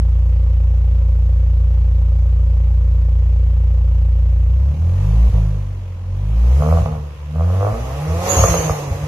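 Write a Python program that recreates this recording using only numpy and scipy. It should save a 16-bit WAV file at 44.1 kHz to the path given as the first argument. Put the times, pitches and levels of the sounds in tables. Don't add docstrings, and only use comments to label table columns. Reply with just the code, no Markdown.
import sys
import numpy as np
from scipy import signal
from scipy.fft import rfft, irfft, next_fast_len
from scipy.io import wavfile
from scipy.ndimage import uniform_filter1d

SR = 44100
rng = np.random.default_rng(int(sys.argv[2]) if len(sys.argv) > 2 else 0)


def boost(x):
    u = np.asarray(x, float) / 20
    return 10 ** u


def dump(signal):
    limited = np.clip(np.atleast_2d(signal).T, -1, 1)
    pcm = np.round(limited * 32767).astype(np.int16)
    wavfile.write(sys.argv[1], SR, pcm)


N = 399987
T = np.arange(N) / SR
IDLE_HZ = 29.0


def evened(x):
    return x / np.sqrt(np.mean(x ** 2) + 1e-20)


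def steadied(x):
    return x / np.sqrt(abs(uniform_filter1d(x ** 2, size=8000)) + 1e-14)


def read(points, hz):
    f, value = np.transpose(points)
    return np.interp(np.log(hz + 1), np.log(f + 1), value)


def curve(points):
    return np.interp(T, *np.transpose(points))


def spells(rows, edge_s):
    total_db = 0
    for start, length, db in rows:
        inside = np.minimum(T - start, start + length + edge_s - T)
        total_db = total_db + db * np.clip(inside / edge_s, 0, 1)
    return total_db


def wander(hz):
    lowpass = signal.butter(2, hz, fs=SR, output="sos")
    return evened(signal.sosfilt(lowpass, rng.standard_normal(N)))


def resonate(x, hz, width):
    turn = np.exp(2j * np.pi * np.cumsum(hz * np.ones(len(x))) / SR)
    r = np.exp(-np.pi * width / SR)
    return 2 * (turn * signal.lfilter([1 - r], [1, -r], x / turn + 1e-18)).real


def body(x, modes):
    out = 0
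    for k, (hz, width, db) in enumerate(modes):
        once = resonate(x, hz, 1.35 * width)
        out = out + (-1) ** k * boost(db) * resonate(once, hz, 1.35 * width)
    return out


# frequency in Hz, left-right correlation.
LIKENESS = [(60, 1.0), (130, 0.99), (280, 0.91), (610, 0.75), (1330, 0.16), (2890, -0.09), (6270, -0.0),
            (13600, 0.09)]


def noise(spectrum, patchy_db):
    frames, hz = N // 256 + 5, np.fft.rfftfreq(1024, 1 / SR)
    a, b, c, d, patches = rng.standard_normal((frames, 513, 5)).T
    patches = uniform_filter1d(patches, size=12, axis=0)
    patches = evened(uniform_filter1d(patches, size=10, axis=1))
    same = np.clip(read(LIKENESS, hz), -1, 1)[:, None]
    left = a + 1j * b
    right = same * left + np.sqrt(1 - same ** 2) * (c + 1j * d)
    level_db = np.where(hz < spectrum[0][0], -90, read(spectrum, hz))
    z = np.array([left, right]) * boost(level_db[:, None] + patchy_db * patches)
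    return signal.istft(z, nperseg=1024, noverlap=768)[1][:, :N]


# frequency in Hz, time to fall by 60 dB in seconds.
GARAGE_DECAY = [(200, 0.84), (1000, 0.5), (4000, 0.08), (12000, 0.11)]


def garage(x):
    taps = np.zeros((2, SR // 2))
    at = np.arange(200, SR // 2 - 20, 20) + rng.integers(0, 20, (2, (SR // 2 - 201) // 20))
    np.put_along_axis(taps, at, rng.choice([-1., 1.], at.shape), 1)
    hz, t, z = signal.stft(taps, SR, nperseg=256)
    decay = boost(-60 * t / read(GARAGE_DECAY, hz)[:, None])
    tail = signal.istft(z * decay, SR, nperseg=256)[1]
    return signal.fftconvolve(x[None], tail / np.linalg.norm(tail[0]), axes=1)[:, :N]


# frequency in Hz, density in dB per Hz.
RUMBLE_SPECTRUM = [(15, 4), (40, -10), (60, 4), (100, 5), (135, -8), (200, -14), (350, -31.5), (700, -56.5),
                   (1500, -110)]


def rumble(rasp_db):
    return boost(-37 + .25 * (rasp_db + 47)) * evened(noise(RUMBLE_SPECTRUM, patchy_db=1.5))


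# frequency in Hz, density in dB per Hz.
HISS_SPECTRUM = [(3000, -18), (5000, -6), (6500, -1.5), (7500, -8.5), (8500, -13), (10500, -8.5),
                 (13000, -8.5)]


def hiss(gas_db, pressure_db):
    level_db = -72 + 0.94 * gas_db + 0.12 * pressure_db
    return boost(level_db + 10.5) * evened(noise(HISS_SPECTRUM, patchy_db=1.2))


# frequency in Hz, density in dB per Hz.
FLOW_SPECTRUM = [(180, -35), (300, -9.5), (445, -12), (513, -2.5), (761, -23.5), (979, -9.5), (1450, -19.5),
                 (2690, -18.5), (3680, -25), (6390, -33), (7600, -38), (13000, -49.5)]


def flow(gas_db, firings):
    beat = 1 + .25 * np.cos(2 * np.pi * (firings - .62))
    level_db = -57.5 + 0.64 * gas_db
    return boost(level_db + 9) * beat * evened(noise(FLOW_SPECTRUM, patchy_db=.9))


# factor on the centre frequency, level in dB.
WHISTLE_LINES = [(1.0, -3), (.978, -9), (.943, -13), (1.055, -12)]


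def vent():
    start_s, rise_s, hold_s, sag_s = 8.255, 0.047, 0.32, 0.31
    t = T - start_s
    level_db = -18 - 28.5 * np.clip(t, 0, hold_s) - 71 * np.maximum(t - hold_s, 0)
    hz = 6825 - 411 * np.clip(t / sag_s, 0, 1) + 149 * np.clip(2 * (t / sag_s - 1), 0, 1)
    sides = []
    for side_db in (-1.5, 1.5):
        lines = 0
        for factor, db in WHISTLE_LINES:
            line = resonate(rng.standard_normal(N), hz * factor, 16)
            lines = lines + boost(db) * evened(resonate(line, hz * factor, 16))
        fuzz = rng.standard_normal(N)
        for _ in range(3):
            fuzz = resonate(fuzz, hz, 900)
        sides.append(boost(side_db) * (lines + .55 * evened(fuzz)))
    flutter = boost(1.5 * wander(70.1))
    return np.array(sides) * flutter * boost(level_db) * np.clip(t / rise_s, 0, 1) ** 3


# start in seconds, crack level in dB, thump level in dB.
AFTERFIRE = [(5.29, -34, -17), (5.326, -23, -26.5), (6.58, -32, -45.5), (6.606, -15, -47),
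             (6.77, -6.5, -25), (6.818, -17.5, -15.5), (6.859, -1.5, -28), (6.884, -20, -23.5),
             (6.917, -31, -28.5), (8.362, -16, -15), (8.388, -1, -9.5), (8.418, -9, -13), (8.438, 8.5, -16),
             (8.484, -5.5, -15.5), (8.502, -14.5, -17), (8.541, 6, -22), (8.578, -31, -18.5),
             (8.695, 5, -16.5), (8.749, -21.5, -32.5), (8.905, -24, -17), (8.947, -37, -28.5),
             (9.026, -24.5, -24)]
# frequency in Hz, width in Hz, level in dB.
MUFFLER_MODES = [(60.5, 26, 1), (94, 22.5, 1), (149.5, 37, -11.5)]
# frequency in Hz, width in Hz, level in dB.
PIPE_END = [(460, 69, -0.5), (635, 177, -2), (1160, 230, -8.5)]


def pops():
    cracks, pushes, t = np.zeros(N), np.zeros(N), np.arange(600) / SR
    for start, crack_db, thump_db in AFTERFIRE:
        at = round(start * SR)
        burst = .4 * rng.standard_normal(600) * np.exp(-t / .0015)
        front = np.exp(-((t - .0003) / .00006) ** 2)
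        cracks[at:at + 600] += boost(crack_db) * (burst + front)
        pushes[at + 130] += boost(thump_db)
    crack = boost(14) * body(cracks, PIPE_END + [(2500, 1200, -31)])
    return crack, boost(55) * body(pushes, MUFFLER_MODES)


CYLINDER_LEVELS = [-1, 2, -1, 0]
# frequency in Hz, width in Hz, level in dB.
TAILPIPE_MODES = [(433, 50, 1), (520, 160, -4.5), (654, 74, -5), (726, 250, -4.5), (862, 83, -5.5),
                  (1190, 120, -12), (1900, 190, -22)]


def rasp(firings, firing_hz, level_db, sharp, knock):
    late = firings - np.interp(firing_hz, [30, 55], [.34, 1.0])
    count = np.maximum.accumulate(np.floor(late).astype(int) + 1)
    cylinder_db = np.array(CYLINDER_LEVELS)[(count - 1) % len(CYLINDER_LEVELS)]
    sharp = np.clip(sharp, 0, 1)
    chance = rng.standard_normal(count[-1] + 2)[count]
    size = boost(2.8 * sharp ** 2 * chance + cylinder_db)
    pulse = np.hanning(26)
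    fronts = signal.oaconvolve(size * np.diff(count, prepend=count[0]), pulse, "same")
    puffs = np.sqrt(size) * (.1 + np.exp(-(late % 1) / .25)) * rng.standard_normal(N)
    puffs = evened(puffs) - knock * np.sqrt(SR / IDLE_HZ) * fronts / pulse.sum()
    shell = .5 * knock * steadied(body(fronts, [(518, 50, 0)]))
    snap = sharp * steadied(body(fronts, PIPE_END))
    breath = np.sqrt(1 - sharp ** 2) * steadied(body(puffs, TAILPIPE_MODES))
    return boost(level_db) * (shell + snap + breath)


# frequency in Hz, level in dB.
LOW_RESPONSE = [(29, -53), (44, -25.5), (57, -11.5), (87, -14.5), (106, -20), (125, -28), (155, -19.5),
                (200, -37.5)]
# frequency in Hz, width in Hz, change in dB.
CANCELLATIONS = [(75.5, 2.9, -10), (115.2, 2.45, -14.5), (137, 5.4, -4), (201.4, 7.4, -12), (230.1, 12, 10),
                 (276.3, 16, -4.5), (430, 60, 4)]


def exhaust(hz):
    response_db = read(LOW_RESPONSE, hz)
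    for centre, width, db in CANCELLATIONS:
        response_db = response_db + db * np.exp(-((hz - centre) / width) ** 2)
    return response_db


# frequency in Hz, level in dB.
HIGH_RESPONSE = [(40, -54), (75, -52), (116, -43), (145, -34), (174, -44), (203, -62), (232, -51),
                 (262, -62), (320, -67), (348, -60), (380, -68), (455, -66), (515, -61), (600, -68)]
# frequency in Hz, lead in radians.
PHASE_LEAD = [(56, 0), (87, 1.05), (106, 0)]
# level in dB, dB gained per dB of combustion.
LOW_ORDERS = [(2, 0.92), (0, 1.14), (-5, 1.5)]
# start in seconds, length in seconds, dB added.
LOPE_SPELLS = [
    (6.65, .22, 50),
    (7.66, 0.79, 33),
    (8.03, 0.14, 9.5),
]


def boom(firings, firing_hz, pressure_db, load_db):
    angle = 2 * np.pi * firings
    lope_db = -45.5 + spells(LOPE_SPELLS, edge_s=0.071) + exhaust(firing_hz / 2)
    out = boost(lope_db) * np.cos(angle / 2)
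    stumble_db = 3.5 * (T > 8.28) * wander(6.4)
    for k, (db, share) in enumerate(LOW_ORDERS, start=1):
        db = db + exhaust(k * firing_hz) + share * pressure_db + stumble_db
        out += boost(db) * np.cos(k * angle + read(PHASE_LEAD, k * firing_hz))
    for twice in range(3, 41):
        if twice % 2 or twice > 6:
            db = read(HIGH_RESPONSE, firing_hz * twice / 2) + load_db - 21.5 * (twice % 2)
            out += boost(db) * np.cos(twice / 2 * angle - twice ** 2 * .05)
    return np.sqrt(2) * out * boost(0.12 * wander(23.0))


# time in seconds, firing rate in Hz.
ENGINE_SPEED = [(4.38, 27.01), (4.68, 34.44), (5.2, 56.08), (5.26, 58.06), (5.35, 53.88), (5.98, 43.66),
                (6.13, 46.2), (6.51, 62), (6.58, 70.8), (6.76, 84.06), (6.83, 79.26), (7.02, 73.56),
                (7.24, 72.57), (7.33, 75.5), (7.7, 105.8), (8.3, 187), (8.9, 137), (9.07, 151.1)]
# time in seconds, level in dB.
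COMBUSTION = [(4.45, -0.5), (5.38, 2), (5.65, -5.5), (5.98, -11.5), (6.1, -4.5), (6.33, -2.5), (6.48, 0.5),
              (6.76, 1.5), (7.0, -7), (7.17, -20), (7.3, -7.5), (7.42, -1.5), (7.7, 1), (7.76, -5),
              (8.5, -4.5), (8.62, -6), (8.9, 0.5), (9.07, -8.5)]
# time in seconds, level in dB.
GAS_FLOW = [(4.45, 1), (4.88, 6), (5.06, 11.5), (5.38, 10), (5.68, 3), (6.03, 0), (6.33, 7), (6.62, 18),
            (6.8, 17.5), (7.0, 6), (7.29, 5), (7.55, 14.5), (8.0, 20), (8.2, 24.5), (8.3, 40), (8.55, 38),
            (8.9, 19.5), (9.07, 19)]
# start in seconds, length in seconds, dB added.
SNARL_SPELLS = [(6.585, .19, 13.5), (6.84, 0.15, 11), (7.33, 0.42, 9.5), (7.34, 0.077, 6), (7.58, .09, 7.5),
                (7.72, .76, 6.5), (8.25, .21, 3.5), (8.53, 0.027, 7.5), (8.6, 0.15, 3), (5.32, .05, 6.5),
                (8.9, 0.24, 4.5)]
# start in seconds, length in seconds, change in dB.
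MISFIRE_SPELLS = [
    (5.287, 0.038, -18),
    (6.6, 0.013, 3.5),
    (6.815, .03, -20.5),
]


def scene():
    firing_hz = np.maximum(curve(ENGINE_SPEED), IDLE_HZ)
    off_idle = np.clip((firing_hz - IDLE_HZ) / 8.1, 0, 1)
    firings = np.cumsum(firing_hz * (1 + .001 * wander(3.0))) / SR - .035
    pressure_db, gas_db = curve(COMBUSTION), curve(GAS_FLOW)
    snarl_db = spells(SNARL_SPELLS, edge_s=.03)
    misfire_db = spells(MISFIRE_SPELLS, edge_s=0.011)

    pipe_gas_db = np.minimum(gas_db, 29)
    rasp_db = -47.5 + 0.8 * pipe_gas_db + 0.48 * pressure_db + snarl_db + misfire_db
    load_db = 7.5 * off_idle + pressure_db + 0.13 * snarl_db
    sharp = .4 + .3 * off_idle + .011 * pressure_db + .022 * snarl_db

    crack, thump = pops()
    low = boost(misfire_db) * boom(firings, firing_hz, pressure_db, load_db) + thump
    uneven = firings + .009 * off_idle * wander(40)
    tail = rasp(uneven, firing_hz, rasp_db - 1.5 * off_idle, sharp, knock=1.5 * (1 - off_idle)) + crack
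    tail = signal.sosfilt(signal.butter(3, 410, "high", fs=SR, output="sos"), tail)

    direct = low + boost(-3.5) * tail
    near = np.array([np.roll(direct, shift=6), direct])
    walls = boost(-14.5) * garage(tail) + boost(-37) * garage(low)
    air = flow(gas_db, firings) + hiss(gas_db, pressure_db) + rumble(rasp_db)
    return near + walls + air + vent()


def thin_treble(x):
    hz, t, z = signal.stft(x, SR, nperseg=2048, noverlap=1536)
    power = (abs(z) ** 2).mean(0) + 1e-16
    narrow, broad = uniform_filter1d(power, size=9, axis=0), uniform_filter1d(power, size=161, axis=0)
    under_db = 10 * np.log10(narrow / broad)
    luck = rng.standard_normal((len(t) // 4 + 1, len(hz) // 10 + 1))
    luck = luck.repeat(4, axis=0).repeat(10, axis=1)[:len(t), :len(hz)].T
    loud = np.clip((10 * np.log10(power[hz > 2500].sum(0)) + 58) / 25, 0, 1)
    empty = (.45 * under_db + 3 * luck < 3.5 * loud - 6.5) & (hz[:, None] > 2900)
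    return signal.istft(z * np.where(empty, .04, 1), SR, nperseg=2048, noverlap=1536)[1][:, :N]


def top_cut(x):
    return signal.sosfilt(signal.butter(12, 14200, fs=SR, output="sos"), x)


# frequency in Hz, left minus right in dB.
MICROPHONE_LEAN = [(60, 0.0), (110, -0.5), (200, -0.5), (370, -1.5), (670, -1.5), (1220, -3.5),
                   (2230, -1.0), (4070, -2.0), (7440, -1.5), (13600, 1.0)]


def record(dry):
    size = next_fast_len(N + 4096)
    hz = np.fft.rfftfreq(size, 1 / SR) + 1e-3
    passed = (hz < 13150) / (1 + (37 / hz) ** 6)
    lean = boost(np.outer([.5, -.5], read(MICROPHONE_LEAN, hz)))
    heard = irfft(rfft(dry, size) * lean * passed, size)[:, :N]
    over = np.maximum(abs(heard) - .68, 0)
    heard = heard - np.sign(heard) * (over - .19 * np.tanh(over / .19))
    return top_cut(thin_treble(heard))


dry = scene()
out = record(dry)
dump(out)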